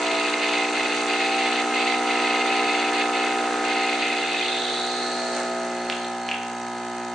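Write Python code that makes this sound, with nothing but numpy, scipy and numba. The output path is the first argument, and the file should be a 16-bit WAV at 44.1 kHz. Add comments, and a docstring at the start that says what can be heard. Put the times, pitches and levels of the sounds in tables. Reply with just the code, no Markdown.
"""In a small room, just in front of the drip tray, an espresso machine starts a shot.
Its pump strokes 60 times a second and makes the metal case buzz. Water churns in the boiler and
rushes in spurts through a rattling valve, which rings the pipes. As pressure builds the valve knocks,
narrows to a thin hiss and an airy whistle, and shuts. The buzz steadies, fainter whistles come and go,
and two bursts of clicks snap out."""
import sys
import numpy as np
from scipy import signal
from scipy.fft import rfft, irfft, next_fast_len
from scipy.io import wavfile
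from scipy.ndimage import uniform_filter1d
from numba import njit

SR = 44100
rng = np.random.default_rng(int(sys.argv[2]) if len(sys.argv) > 2 else 0)


def generate_wav(sig):
    """Save sig (samples, or channels by samples) to the path in sys.argv[1] as 16-bit PCM at SR."""
    pcm = np.round(np.clip(np.atleast_2d(sig).T, -1, 1) * 32767).astype(np.int16)
    wavfile.write(sys.argv[1], SR, pcm)


N = 314874
T = np.arange(N) / SR
FFT_SIZE = next_fast_len(N, True)
BINS = np.fft.rfftfreq(FFT_SIZE, 1 / SR)

STROKE_HZ = 60  # the pump follows the mains
STROKE_SAMPLES = SR // STROKE_HZ
HISS_START_S, HISS_FADE_S, SHUT_S = 4.12, 4.78, 5.38  # the valve narrows, then shuts

# Tones of the buzz: multiple of the stroke rate, level/dB at no, half and full pressure
BUZZ_TONES = [(2, -70, -64, -55), (3, -64, -52, -55), (4, -40.5, -40, -39), (5, -34.5, -45, -51),
              (6, -36.8, -36.3, -39), (7, -36.5, -41, -49.5), (8, -38, -42.5, -56), (9, -47, -45, -49.5),
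              (10, -54, -51, -52.5), (11, -42, -42, -44), (12, -35.7, -38, -41.5), (13, -30, -34.7, -38),
              (14, -39.5, -44, -42.5), (15, -43.5, -45, -47), (16, -44, -50.5, -44), (17, -41.5, -53, -48),
              (18, -47.5, -56.5, -54), (19, -58, -60, -60), (20, -54, -58, -60), (21, -36, -40.8, -42.5),
              (22, -41.5, -45.5, -47.5), (23, -49.5, -51, -60), (24, -45, -45.5, -58), (25, -51, -60, -51),
              (26, -48.5, -52, -61), (27, -55, -52, -51), (28, -56.5, -54, -49), (29, -46, -48, -48.5),
              (30, -51, -55, -55), (31, -57.5, -60.5, -58), (32, -57, -57, -65), (33, -52, -51, -61),
              (34, -45.5, -49, -49.5), (35, -46, -52.5, -51), (36, -54, -56.5, -62)]
# Single tones swell or sink for a while: start/s, end/s, multiple of the stroke rate, change/dB
BUZZ_SWELLS = [(-.2, .2, 11, 7), (-.2, .42, 13, -11), (.6, .92, 13, -7.5), (-.2, .1, 16, 8),
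               (-.2, 1.3, 12, -4), (-.2, 1.45, 11, 4), (4.1, 4.7, 16, -5), (3.98, 4.6, 21, -4),
               (4.7, 5.3, 21, 2.5), (4.9, 5.35, 29, 5), (5.05, 5.65, 13, -3.5), (5.08, 5.66, 11, 9),
               (5.15, 6.0, 9, 6), (5.5, 6.05, 8, -10), (6.0, 6.42, 13, 3.5), (6.15, 6.45, 6, -7),
               (6.25, 6.45, 11, -9), (-.2, .5, 4, -3), (1.3, 2.2, 4, 2.5), (4.1, 4.45, 4, -3),
               (4.85, 5.7, 4, 2), (4.1, 4.4, 3, 4), (4.0, 4.4, 5, 4), (1.05, 1.35, 6, 2.5),
               (3.3, 5.05, 14, -4), (.7, 1.2, 16, -7), (1.9, 3.0, 16, 4), (.65, 1.3, 17, -6),
               (-.2, 1.4, 18, 5), (1.4, 2.6, 21, 1), (1.3, 3.0, 22, 2.5)]
# Pressure building behind the coffee: t/s, pressure (0-1), change in the buzz/dB
PUMP_LOAD = [(0, 0, 0), (1.3, 0, -.5), (2.6, 0, .7), (3.9, .1, 0), (4.3, .35, -1.5), (5.4, .55, .3),
             (5.8, .7, .7), (6.2, .95, -.5), (6.6, 1, 0), (7.14, 1, 0)]
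# Spurts of water through the valve: start/s, end/s, level/dB, fade time/s
VALVE_SPURTS = [(.01, .35, -27.4, .06), (.39, .65, -26, .045), (.72, .98, -27.1, .08),
                (1.07, 1.6, -26.8, .04), (1.71, 1.95, -26, .035), (2.05, 2.88, -26.9, .025),
                (2.92, 3.03, -26.3, .04), (3.11, 3.28, -28, .08), (3.635, 3.95, -27.5, .1),
                (3.98, 4.42, -29, .24)]
# Pitches at which the pipes ring: f/Hz, width/Hz, level/dB
PIPE_RINGS = [(1780, 160, -13.5), (2090, 70, -.5), (2100, 300, -7), (2440, 170, -6.5), (2560, 62, .5),
              (2700, 150, -5), (2850, 160, -5.5), (3130, 100, -11), (3420, 160, -12), (3570, 100, -7.5),
              (3760, 100, -10.5), (3920, 50, -7), (4030, 130, -10.5), (4270, 120, -10), (4380, 60, -12),
              (4510, 65, -8), (4850, 250, -19)]
# Tone colour of the water in the boiler: f/Hz, level/dB
CHURN_SPECTRUM = [(120, -27), (200, -15.5), (310, -3.5), (400, -3), (560, -3.5), (690, -0.5), (850, -1),
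                  (1100, -6.5), (1270, -1), (1480, -2.5), (1750, -3), (2300, -10.5), (4500, -20),
                  (5500, -30)]
# Knocks of the valve against the pipes: t/s, level/dB, f/Hz
VALVE_KNOCKS = [(.244, -23, 2560), (.431, -23.5, 2600), (.54, -22.5, 2090), (.567, -23.5, 2560),
                (.593, -23, 2080), (.613, -23.5, 2600), (.627, -22, 2100), (.728, -22, 2560),
                (.795, -21, 2080), (.825, -22, 2100), (.866, -22.5, 2560), (1.305, -23.5, 2580),
                (1.326, -23, 2090), (1.349, -23, 2560), (1.461, -23, 2090), (1.576, -23, 2080),
                (1.78, -23, 2060), (1.815, -23, 2060), (1.869, -19.5, 2560), (1.926, -22, 2090),
                (2.21, -23, 2600), (2.246, -20.5, 2080), (2.329, -23, 2100), (2.343, -23, 2090),
                (2.365, -22, 2090), (2.41, -23, 2600), (2.426, -22.5, 2080), (2.46, -22.5, 2090),
                (2.652, -23, 2560), (2.694, -23, 2090), (2.814, -23, 2090), (2.826, -22, 2090),
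                (2.861, -22.5, 2560), (4.0303, -24, 2570), (4.0602, -20.5, 2520), (4.0991, -22, 2580),
                (4.126, -18.5, 2570), (4.2263, -23, 2770), (4.247, -23, 2550), (4.344, -19, 2560),
                (4.3655, -22.5, 2580), (4.4104, -18.5, 2480), (4.4588, -22, 2860), (4.526, -21, 2580),
                (4.575, -25, 2900)]
# Clicks of the brew head: t/s, level/dB, f/Hz, ring time/s, then, relative to that level,
# crack/dB, body/dB, snap/dB
HEAD_CLICKS = [(5.8995, -11, 2900, .0002, -11, -12, -17), (5.9245, -19.5, 2700, .0012, -11, -16, -60),
               (5.9275, -21, 3300, .0005, -9, -14, -55), (6.0455, -22.5, 3800, .0005, -6, -20, -60),
               (6.2893, -14, 2850, .0005, -7.5, -13, -24), (6.3138, -14.2, 2750, .001, -9, -17, -55),
               (6.3163, -22, 2800, .0008, -14, -18, -60), (6.3185, -21, 2500, .0013, -18, -18, -60),
               (6.3440, -17.5, 2750, .001, -22, -20, -60)]
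# Thin, airy whistles as the valve narrows, fainter after it shuts: start/s, end/s, level/dB
VALVE_WHISTLES = [(4.88, 5.33, -37.5), (5.4, 5.52, -47), (5.55, 5.72, -51), (5.73, 6.08, -45),
                  (6.2, 6.29, -44), (6.86, 7.0, -55)]
# Tone colour of the spray: f/Hz, level/dB
SPRAY_SPECTRUM = [(2000, -11), (3700, -4), (4800, 0), (5300, -2.5), (5900, .5), (6400, 3), (7100, -2.5),
                  (7600, 0), (8100, -3.5), (9100, -4), (9500, -16)]
# Brief swells of spray hiss and churning, the last two around the clicks:
# start/s, end/s, boost of the spray/dB, boost of the churning/dB
BRIEF_SWELLS = [(.94, .98, 3, 0), (5.33, 5.4, 3, 4), (5.88, 5.93, 3, 3), (6.27, 6.32, 2, 2.5)]
# Tone colour of the quiet room: f/Hz, level/dB
ROOM_SPECTRUM = [(20, -12), (45, -12), (80, 0.5), (130, -0.5), (250, -6), (1000, -17), (8000, -33)]
# How unlike left and right are: f/Hz, level/dB of their unlike part (side) over their shared part (mid)
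STEREO_WIDTH = [(30, -13), (100, -16), (300, -26), (600, -22.5), (1100, -11.5), (2200, -10.5), (4000, -6),
                (8000, -3.5)]


def pump_buzz(waver_db=.85, slip_rad=.095, fringe_db=-67.5, uneven_db=4, count=78):
    """Each piston stroke shakes the case through one cycle of tones; pressure shifts their balance."""
    starts = np.minimum(np.arange(N // STROKE_SAMPLES + 2) * STROKE_SAMPLES, N - 1)
    pressure, level_db = (curve[starts] for curve in curves(PUMP_LOAD))
    multiples = np.arange(count)
    # above the strong tones lies a faint, ragged fringe
    db = np.full((len(starts), count), fringe_db) + uneven_db * np.sqrt(3) * rng.uniform(-1, 1, count)
    for multiple, *levels in BUZZ_TONES:
        db[:, int(multiple)] = level_db + np.interp(pressure, [0, .5, 1], levels)
    for start, end, multiple, change_db in BUZZ_SWELLS:
        db[:, round(multiple)] += change_db * envelope(start, end, rise_s=.16, fade_s=.14)[starts]
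    # a loaded piston runs steadier; high tones waver most, each drifting slowly over several strokes
    unrest = (1 - .6 * pressure[:, None]) * (multiples / 10) ** .75
    jitter = rng.standard_normal((2, len(starts), count))
    swell, drift = uniform_filter1d(jitter, size=9, axis=1) * np.sqrt(9) * unrest
    phase = piston_timing(multiples, pressure) + slip_rad * drift
    mid = undb(db + waver_db * swell) * np.exp(1j * phase) * (multiples > 1)
    side = mid * colour(STEREO_WIDTH, multiples * STROKE_HZ) * 1j * rng.choice([-1, 1], count)
    cycles = irfft(np.array([mid + side, mid - side]), STROKE_SAMPLES) * STROKE_SAMPLES / np.sqrt(2)
    fade = np.arange(STROKE_SAMPLES) / STROKE_SAMPLES  # each stroke blends into the next
    blended = cycles[:, :-1] * (1 - fade) + cycles[:, 1:] * fade
    return pan(blended.reshape(2, -1)[:, :N], left_db=-.5)


def piston_timing(multiples, pressure, spread=10.28, smear=.3, blow=.95, slam_at=.535, shove_at=.03):
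    """Phase of each tone: the piston's blow plus the sheet metal's ring, spread over the cycle."""
    scatter = smear * (multiples / 10) ** 2 * rng.standard_normal(len(multiples))
    ring = np.exp(1j * (spread * multiples ** 2 / 2 + scatter))
    # a free piston slams back; a loaded one shoves the water half a cycle later
    free = ring - blow * np.exp(-2j * np.pi * multiples * slam_at)
    loaded = ring + blow * np.exp(-2j * np.pi * multiples * shove_at)
    return np.angle(free) + pressure[:, None] ** 1.4 * np.angle(loaded / free)


def valve_rush(spurt_db=-1, leak_db=-34.4, loaded_db=-15.3, flutter_db=.55, grain_db=2.2, chatter_db=1.3):
    """Tiny bubbles collapse at the valve and ring the pipes; the leak between spurts dies under load."""
    ringing = pipework() * case_ring(ring_s=.014, share=.3)
    fizz = stereo_noise(ringing, undb(grain_db * wander(1200) + chatter_db * wander(130)))
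    leak = undb(leak_db + loaded_db * pump_pressure() ** 1.1)
    flow = np.hypot(undb(spurt_db) * spurts(), leak)
    return pan(even_flow(fizz, strokes=5), left_db=-.3) * flow * undb(flutter_db * wander(22))


def boiler_churn(level_db=-33, loaded_db=-8.5, shut_db=-2, grain_db=1.1, sway_db=.6):
    """Each stroke shoves water into the boiler, which rumbles less as pressure slows the flow."""
    throb = (1 + stroke_pulse(at=.45, length=.3)) * undb(grain_db * wander(150))
    _, swell_db = brief_swells()
    db = level_db + loaded_db * pump_pressure() ** 1.45 + shut_db * valve_shut()
    db += swell_db + sway_db * wander(6)
    return pan(stereo_noise(colour(CHURN_SPECTRUM), throb), left_db=-.5) * undb(db)


def valve_knocks(gain_db=-1.5, ring_s=.004, rise_s=.0015, rattle_db=1.5, rattle_chance=.6):
    """The valve rattles against the pipes on some strokes of a spurt; now and then it knocks hard."""
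    out, flow = np.zeros(N), spurts()
    for hz in (2090, 2560):  # the two strongest pipe pitches
        chance, offset, energy = rng.random((N // STROKE_SAMPLES, 3)).T
        at = ((np.arange(len(offset)) + offset) * STROKE_SAMPLES).astype(int)
        taps = np.zeros(N)
        taps[at] = (chance < rattle_chance) * np.sqrt(energy) * flow[at] * undb(rattle_db)
        out += signal.fftconvolve(taps, ping(hz, ring_s, rise_s))[:N]
    for start, db, hz in VALVE_KNOCKS:
        knock = ping(hz, ring_s, rise_s)
        out[int(start * SR):][:len(knock)] += undb(db + gain_db) * knock
    return out


def valve_hiss(level_db=-29.6, shut_db=-7, open_hz=3450, shut_hz=4290, glide_mid_s=4.75, glide_s=.18,
               narrowing_hz_per_s=800, grain_db=1.6, direct_db=-17):
    """The narrowing gap hisses higher and thinner, ringing the upper pipe pitches one after another."""
    hz = open_hz + (shut_hz - open_hz) / (1 + np.exp((glide_mid_s - T) / glide_s))
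    width_hz = np.clip(1400 - narrowing_hz_per_s * (T - HISS_START_S), 700, 1400)
    pass_width = width_hz * np.sqrt(2)  # two passes narrow the band again
    direct = undb(direct_db) / np.sqrt(1 + (BINS / 4560) ** 60)  # flat, then a steep cut at 4560 Hz
    jet = stereo_noise(np.hypot(pipework(above_hz=3000), direct), undb(grain_db * wander(400)))
    hiss = np.array([resonate(resonate(channel, hz, pass_width), hz, pass_width) for channel in jet])
    swell = envelope(HISS_START_S, HISS_FADE_S, rise_s=.36, fade_s=.42)
    return pan(even_flow(hiss, strokes=3), left_db=-1.5) * swell * undb(level_db + shut_db * valve_shut())


def head_clicks(gain_db=1.6, rise_s=.00015, body_hz=1450, body_s=.0006, crack_s=.0006, snap_s=.0003,
                tray_delay_s=.004, tray_db=-11):
    """The brew head clicks under pressure; the tray throws one quick echo and the room rings on."""
    direct = np.zeros(N)
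    t = T[:SR // 25]
    crack_band = signal.butter(5, [900, 5100], "band", fs=SR, output="sos")
    snap_band = signal.butter(2, [4500, 9000], "band", fs=SR, output="sos")
    for start, db, hz, ring_s, crack_db, body_db, snap_db in HEAD_CLICKS:
        ring = ping(hz, ring_s, rise_s) - undb(body_db) * ping(body_hz, body_s, rise_s)
        crack = unit(signal.sosfilt(crack_band, rng.standard_normal(len(t)))) * np.exp(-t / crack_s)
        snap = unit(signal.sosfilt(snap_band, rng.standard_normal(len(t)))) * np.exp(-t / snap_s)
        click = ring + undb(crack_db) * crack + undb(snap_db) * snap
        direct[int(start * SR):][:len(t)] += undb(db + gain_db) * click
    tray_echo = undb(tray_db) * np.interp(T - tray_delay_s, T, direct)
    return direct + tray_echo + room_echo(direct)


def valve_whistle(hz=4250, half_width_hz=130):
    """Water squeezing past the narrowing valve sings in one thin, airy band, fainter after it shuts."""
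    level = sum(undb(db) * envelope(start, end, rise_s=.07, fade_s=.05)
                for start, end, db in VALVE_WHISTLES)
    band = stereo_noise(1 / (1 + ((BINS - hz) / half_width_hz) ** 2))
    return pan(even_flow(band, strokes=3), left_db=-1.5) * level


def spray(level_db=-37.5, sag_db_per_s=-.5, jet_db=2.2, shut_db=-1.5, loaded_db=-3, uneven_db=1.3):
    """Water spits on each stroke over an even hiss that dries up; louder while the valve narrows."""
    steady = .55 * (1 - .45 * pump_pressure())
    drive = steady + stroke_pulse(at=.92, length=.15) * undb(uneven_db * wander(60))
    drive /= np.sqrt(uniform_filter1d(drive ** 2, SR // 2))  # even out over half a second
    narrowing = envelope(HISS_START_S, SHUT_S, rise_s=.9, fade_s=.25)
    swell_db, _ = brief_swells()
    db = level_db + sag_db_per_s * T + jet_db * narrowing + shut_db * valve_shut()
    db += loaded_db * pump_pressure() ** 2 + swell_db
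    hiss = stereo_noise(colour(SPRAY_SPECTRUM) * case_ring(ring_s=.007, share=.5), drive)
    return pan(hiss, left_db=-2) * undb(db)


def room_echo(sound, level_db=-.3, decay_s=.6):
    """The walls swallow the treble and return a tail that falls 60 dB in decay_s."""
    t = T[:SR // 2]
    shape = np.exp(-np.log(1000) * t / decay_s) * (1 - np.exp(-t / .004))
    mid, side = rng.standard_normal((2, len(t))) * shape
    tail = unit(np.array([mid + .45 * side, mid - .45 * side])) / np.sqrt(len(t))
    dull = signal.sosfilt(signal.butter(3, 4500, fs=SR, output="sos"), sound)
    return undb(level_db) * signal.fftconvolve(dull[None], tail, axes=1)[:, :N]


def room_rumble(level_db=-63):
    """The faint, low noise of the room."""
    return undb(level_db) * stereo_noise(colour(ROOM_SPECTRUM))


def pump_pressure():
    """Pressure behind the coffee, 0-1."""
    pressure, _ = curves(PUMP_LOAD)
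    return np.clip(pressure, 0, 1)


def stroke_pulse(at, length):
    """One fading pulse a stroke; its start and fade time are shares of the cycle."""
    return np.exp(-((STROKE_HZ * T - at) % 1) / length)


def spurts():
    """Strength of the water spurting through the valve."""
    return sum(undb(db) * envelope(start, end, rise_s=.035, fade_s=fade_s)
               for start, end, db, fade_s in VALVE_SPURTS)


def valve_shut(closing_s=.14):
    """0 while the valve is open, 1 once it has shut."""
    return np.clip((T - SHUT_S) / closing_s, 0, 1)


def brief_swells():
    """How far the spray and the churning briefly swell, in dB."""
    return sum(np.outer(boosts, envelope(start, end, rise_s=.025, fade_s=.035))
               for start, end, *boosts in BRIEF_SWELLS)


def pipework(above_hz=0):
    """Gain of the pipes, which favour their ringing pitches; only those over above_hz count."""
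    return np.sqrt(sum(undb(2 * db) / (1 + ((BINS - hz) / (.8 * width)) ** 2) ** 2
                       for hz, width, db in PIPE_RINGS if hz > above_hz))


def case_ring(ring_s, share):
    """Gain of the metal case: a direct path plus a short ring at many close pitches."""
    t = T[:SR // 10]
    ring = rng.standard_normal(len(t)) * np.exp(-t / ring_s)
    return np.sqrt(1 + share * np.abs(rfft(ring, FFT_SIZE)) ** 2 / np.sum(ring ** 2))


def even_flow(x, strokes):
    """The pump doses the water, so its bursts even out over a few strokes."""
    return x / np.sqrt(uniform_filter1d(np.mean(x ** 2, axis=0), strokes * STROKE_SAMPLES))


def ping(hz, ring_s, rise_s):
    """One struck, fading tone with a peak of 1."""
    t = T[:SR // 25]
    ring = np.sin(2 * np.pi * hz * t) * np.exp(-t / ring_s) * (1 - np.exp(-t / rise_s)) ** 2
    return ring / np.abs(ring).max()


def stereo_noise(gain, drive=1):
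    """Noise shaped in pitch by gain and in time by drive; left and right drift apart in the treble."""
    mid, side = rfft(rng.standard_normal((2, N)) * drive, FFT_SIZE) * gain
    side = side * colour(STEREO_WIDTH)
    return unit(irfft(np.array([mid + side, mid - side]), FFT_SIZE)[:, :N])


@njit
def resonate(x, hz, width):
    """Let through one band, whose centre and width can move every sample."""
    out, band_state, low_state = np.empty(len(x)), 0., 0.
    for i in range(len(x)):
        tuning, damping = np.tan(np.pi * hz[i] / SR), width[i] / hz[i]
        band = (band_state + tuning * (x[i] - low_state)) / (1 + tuning * (tuning + damping))
        band_state = 2 * band - band_state
        low_state += 2 * tuning * band
        out[i] = damping * band
    return out


def envelope(start, end, rise_s, fade_s):
    """Rise in a straight line from start, hold until end, then die away."""
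    return np.clip((T - start) / rise_s, 0, 1) * np.exp(-np.maximum(T - end, 0) / fade_s)


def wander(rate):
    """A random curve with a spread near 1, through rate new points a second."""
    points = rng.standard_normal(int(N / SR * rate) + 2)
    return 1.2 * np.interp(T * rate, np.arange(len(points)), points)


def curves(table):
    """The columns of a table, joined by straight lines in time."""
    times, *columns = np.transpose(table)
    return [np.interp(T, times, column) for column in columns]


def colour(points, hz=BINS):
    """Gain at hz, read from a table of f/Hz, level/dB."""
    f, db = np.transpose(points)
    return undb(np.interp(np.log(hz + 1e-3), np.log(f), db))


def pan(x, left_db):
    """Tilt a sound to the left; a negative left_db tilts it right."""
    return x * undb(np.array([[left_db], [-left_db]]) / 2)


def low_pass(x, hz):
    """Cut steeply above hz."""
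    return signal.sosfilt(signal.ellip(8, .2, 70, hz, fs=SR, output="sos"), x)


def undb(db):
    """Turn decibels into a gain."""
    return 10 ** (np.asarray(db) / 20)


def unit(x):
    """Scale to an average (rms) level of 1."""
    return x / np.sqrt(np.mean(x ** 2))


def scene():
    """Pump and water over the quiet room; only the clicks reach the highest treble."""
    water = boiler_churn() + valve_rush() + valve_knocks() + valve_hiss() + valve_whistle() + spray()
    return low_pass(pump_buzz() + water + room_rumble(), hz=9500) + head_clicks()


def record(dry):
    """Cut the very top of the treble."""
    return low_pass(dry, hz=15500)


dry = scene()
out = record(dry)
generate_wav(out)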